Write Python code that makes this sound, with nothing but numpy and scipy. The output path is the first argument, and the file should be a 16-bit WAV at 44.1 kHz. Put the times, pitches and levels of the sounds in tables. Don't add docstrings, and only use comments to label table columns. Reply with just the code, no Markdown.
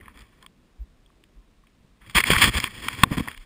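import sys
import numpy as np
from scipy import signal
from scipy.fft import rfft, irfft, next_fast_len
from scipy.io import wavfile
from scipy.ndimage import uniform_filter1d

SR = 44100
rng = np.random.default_rng(int(sys.argv[2]) if len(sys.argv) > 2 else 0)


def master(y):
    cut = np.clip(np.atleast_2d(y).T, -1, 1)
    pcm = np.round(cut * 32767)
    wavfile.write(sys.argv[1], SR, pcm.astype(np.int16))


def to_linear_factor(level_db):
    exponent = np.asarray(level_db, float) / 20
    return 10 ** exponent


N = 152145

# f/Hz, density/dB
AIR_SPECTRUM = [(15, -33), (25, 3), (58, -1), (92, -15), (186, -5.5), (239, -9.5), (916, -27.5),
                (2230, -26), (5800, -33), (7540, -75), (12800, -120)]
# centre t/s, peak level/dB, f/Hz, length/cycles
MOUNT_THUMPS = [(.032, -39.5, 70, 0.61), (0.167, -45, 43.7, 1.6), (0.221, -42, 50.4, 2.3),
                (.818, -27.5, 52, 2), (1.385, -43.5, 44, 1.9), (1.81, -49, 59, 0.65),
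                (1.849, -41.5, 120, 0.54), (2.03, -46.5, 47, 2.4), (2.159, -18, 184, 2.06),
                (2.17, -20.5, 51.5, 1.5), (2.185, -23.5, 337, 3.1), (2.304, -4, 324, 0.61),
                (2.318, -18, 160, 2.24), (2.372, -16.5, 70, 0.75), (2.485, -18.5, 59.4, 1.97),
                (2.564, -19, 61, 1.67), (2.641, -21, 231, 0.54), (3.02, -32, 182, 1.7),
                (3.037, -3, 140, 0.66), (3.118, -13.5, 162, 0.7), (3.174, -18, 205, 0.6),
                (3.187, -25, 59.6, 1.3), (3.399, -36.5, 31.8, 1.8)]
# f/Hz, width/Hz, level/dB
MOUNT_MODES = [(51, 45, -6.5), (120, 27.7, -4.5), (237, 120, -8)]
# f/Hz, width/Hz, level/dB
CASE_MODES = [(456, 123, -10), (1074.5, 149, 1), (1470, 250, -4), (1812, 226, 1), (2300, 257, 2),
              (2593, 420, -3), (3305, 183, 0), (3580, 170, -8), (4300, 930, -13), (5096, 490, -7.5),
              (5093, 520, -18)]
# t/s, peak level/dB, struck spot f/Hz, contact length/s, spread/Hz
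LIGHT_TAPS = [(.009, -38.5, 2000, 0.0024, 500), (.055, -37.5, 2070, .005, 900),
              (.079, -31.5, 1190, 0.0043, 880), (.173, -38, 1500, .002, 4000),
              (.190, -43, 4240, 0.0023, 3000), (.205, -44, 4500, 0.0027, 2500),
              (.217, -43, 2980, 0.0036, 4000), (.424, -43.5, 1040, .004, 400),
              (.425, -39, 4300, 0.002, 2490), (.443, -47, 1040, 0.0044, 300),
              (.4623, -30.5, 2300, 0.0016, 2960), (1.06, -51.5, 3540, 0.0023, 600),
              (1.10, -50.5, 1100, 0.0022, 500), (1.237, -41.5, 3100, 0.0027, 2500),
              (1.635, -52, 1100, 0.0033, 500), (1.668, -50, 2400, 0.0044, 1800),
              (2.061, -41.5, 2200, 0.0028, 1500), (2.073, -43, 2500, .003, 4000),
              (2.096, -30.5, 4080, 0.0028, 5000), (2.133, -46.5, 3000, 0.0044, 4000),
              (2.846, -34, 3820, .0015, 2500), (3.313, -28.5, 2400, 0.0018, 2010),
              (3.345, -32, 2200, 0.0028, 1500), (3.375, -32, 2980, 0.0022, 2500)]
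# t/s, peak level/dB, struck spot f/Hz, contact length/s, spread/Hz
HARD_KNOCKS = [(2.171, -7, 2300, 0.0036, 1190), (2.181, 0, 1420, 0.0037, 2000),
               (2.202, -8.5, 2300, 0.0029, 900), (2.2365, -5.5, 2120, 0.0041, 1970),
               (2.302, -4.5, 2300, 0.0025, 1470), (2.316, -7, 2090, 0.0028, 2000),
               (2.331, -5.5, 1180, 0.0045, 1510), (2.363, -4.5, 1800, 0.0034, 1500),
               (2.427, -2, 2400, .005, 1500), (2.441, -15, 3200, .002, 2500),
               (2.571, -17.5, 1970, 0.0028, 1500), (2.6, -13.5, 3050, .002, 3000),
               (2.640, -6.5, 2560, 0.0021, 3470), (2.673, -23.5, 2000, .006, 2000),
               (2.883, -10.5, 2230, 0.0025, 2490), (3.033, 3.5, 1156, 0.0035, 905),
               (3.034, 2.5, 3690, 0.0026, 1200), (3.274, -20.5, 1100, 0.0038, 1500),
               (3.283, -14, 1560, 0.0021, 3000)]
# start t/s, length/s, rub level/dB,
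# relative mount shake/dB, brightness/dB
RUB_STROKES = [
    (-.05, 0.2, -54.5, 4, -11.5),
    (0.122, 0.15, -53.5, -0.5, -4),
    (0.23, 0.22, -64, 5, -2.5),
    (0.401, 0.057, -56, -18, -4.5),
    (2.001, 0.065, -55, -13, -5),
    (2.089, 0.032, -54, -20, 10),
    (2.041, 0.14, -55.5, 0, 1.5),
    (2.597, 0.79, -50, 8.5, 6.5),
               (2.143, 0.055, -18.5, -9.5, 3.5), (2.184, .035, -24.5, -5, 3),
                (2.217, 0.061, -53.5, 13, 18), (2.243, 0.13, -29.5, -0.5, 5), (2.295, 0.052, -20.5, 3, 5),
                (2.34, 0.028, -18.5, -17, -1), (2.362, 0.11, -33.5, 9, 14), (2.399, 0.072, -18, -7.5, 3.5),
                (2.449, 0.055, -26, 2, 6), (2.489, 0.092, -39, -4, 3.5), (2.529, 0.071, -27, -7, 4),
                (2.582, 0.11, -37.5, -2.5, 4), (2.64, 0.31, -53.5, -12, 5), (2.809, .16, -39, 9, 3),
                (2.968, 0.09, -39.5, 2, 3), (3.033, 0.075, -49, 10, -13), (3.103, 0.063, -32.5, 10.5, -3),
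                (3.166, 0.023, -28, 7, -1.5), (3.19, 0.023, -31, 5, -3), (3.202, 0.16, -45, 6.5, 0.5),
                (3.302, 0.19, -61.5, 6, 6.5)]

AIR_DB = -58
CAVITY_HZ, CAVITY_WIDTH_HZ, CAVITY_DB = 1070, 110, -25.5
PUSH_RISE = 0.2
RING_SAMPLES = 2048
KNOCK_DB = -1
STROKE_ATTACK, STROKE_RELEASE = 0.23, 0.31
GRAINS_PER_S, GRAIN_SPREAD_DB = 7000, 2.0
SLIP_PER_S, SLIP_DB = 150, 1.8
JOLTS_PER_S, JOLT_DB = 40, 4.6
TREBLE_HZ = 2940
FULL_SCALE = 1.0
LIMIT_HZ, HOLD_HZ, TOP_HZ = 5900, 12000, 15450


def unit(x):
    return x / np.sqrt(np.mean(x ** 2))


def band(x, hz, width):
    b, a = signal.iirpeak(hz, hz / width, fs=SR)
    return signal.lfilter(b, a, x)


def body(x, modes):
    ringing = 0
    for k, (hz, width, db) in enumerate(modes):
        ringing = ringing + (-1) ** k * to_linear_factor(db) * band(x, hz, width)
    return ringing


def walk(rate):
    hold = int(SR / rate)
    levels = rng.standard_normal(N // hold + 1)
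    x = np.repeat(levels, hold)
    x = uniform_filter1d(uniform_filter1d(x, hold), hold)[:N]
    return x / np.std(x)


def tilt(x, db):
    low = signal.sosfilt(signal.butter(2, TREBLE_HZ, fs=SR, output="sos"), x)
    return low + to_linear_factor(db) * (x - low)


def air():
    noise, gust = 0, walk(2.9)
    spectrum_hz, spectrum_db = np.array(AIR_SPECTRUM).T
    for hz in 28 * 2 ** np.arange(0, 7.8, 0.5):
        windy = 1 / (1 + hz / 320)
        db = np.interp(np.log(hz), np.log(spectrum_hz), spectrum_db)
        db = db + windy * (0.5 * gust + 3.6 * walk(13.4))
        source = rng.standard_normal(N)
        noise = noise + to_linear_factor(db) * band(band(source, hz, hz / 2), hz, hz / 2)
    cavity = unit(band(noise, CAVITY_HZ, CAVITY_WIDTH_HZ))
    return (unit(noise) + to_linear_factor(CAVITY_DB) * cavity) * to_linear_factor(AIR_DB)


def thumps(t):
    out = np.zeros(N)
    for s, db, hz, cycles in MOUNT_THUMPS:
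        swell = np.exp(-(2 * hz * (t - s) / cycles) ** 2)
        out += to_linear_factor(db) * np.cos(2 * np.pi * hz * (t - s)) * swell
    return out


def hits(contacts, gain_db):
    out = np.zeros(N)
    t = np.arange(RING_SAMPLES) / SR
    for s, db, hz, length, spread in contacts:
        u = t / length
        push = rng.standard_normal(RING_SAMPLES) * np.minimum(u / PUSH_RISE, 1) * np.exp(-u ** 2)
        local = band(band(push, hz, 1.5 * spread), hz, 1.5 * spread)
        ring = body(local, CASE_MODES)
        i = int(s * SR)
        out[i:i + RING_SAMPLES] += ring * to_linear_factor(db + gain_db) / np.abs(ring).max()
    return out


def stick_slip():
    luck = rng.random((3, N))
    slips = luck[0] < GRAINS_PER_S / SR
    strength = to_linear_factor(-GRAIN_SPREAD_DB * np.log(1 - luck[2]))
    return slips * np.sign(luck[1] - 0.5) * strength * to_linear_factor(SLIP_DB * walk(SLIP_PER_S))


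def rub(t):
    strokes = np.array(RUB_STROKES)
    s, length, db, shake_db, bright_db = strokes.T[:, :, None]
    u = (t - s) / length
    ramp = np.clip(np.minimum(u / STROKE_ATTACK, (1 - u) / STROKE_RELEASE), 0, 1)
    power = np.sin(np.pi / 2 * ramp) ** 4 * to_linear_factor(2 * db) + 1e-18
    press = np.sqrt(power.sum(0))
    shake = np.sqrt((power * to_linear_factor(2 * shake_db)).sum(0))
    brightness = (power * bright_db).sum(0) / press ** 2

    grains = stick_slip()
    case = body(grains * press, CASE_MODES) / np.std(body(grains, CASE_MODES))
    jolts = rng.standard_normal(N) * to_linear_factor(JOLT_DB * walk(JOLTS_PER_S))
    mount = body(jolts * shake, MOUNT_MODES) / np.std(body(jolts, MOUNT_MODES))
    return tilt(case, brightness) + band(mount, 100, 250)


def scene():
    t = np.arange(N) / SR
    background = air() + thumps(t)
    contacts = hits(LIGHT_TAPS, 0) + hits(HARD_KNOCKS, KNOCK_DB)
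    return (background + contacts + rub(t))[None]


def band_limit(x):
    return signal.sosfilt(signal.butter(12, 16190, fs=SR, output="sos"), x)


def record(dry):
    x = np.clip(dry, -FULL_SCALE, FULL_SCALE)
    x = signal.sosfilt(signal.cheby1(8, 0.5, LIMIT_HZ, fs=SR, output="sos"), x)
    x = x * (1 + 2 * np.cos(2 * np.pi * HOLD_HZ * np.arange(N) / SR))
    size = next_fast_len(N)
    hz = np.arange(size // 2 + 1) * SR / size
    hold = np.sinc(hz / HOLD_HZ)
    top_cut = 1 / (1 + (hz / TOP_HZ) ** 80)
    x = irfft(rfft(x, size) * hold * top_cut, size)[:, :N]
    return band_limit(np.clip(x, -FULL_SCALE, FULL_SCALE))


dry = scene()
out = record(dry)
master(out)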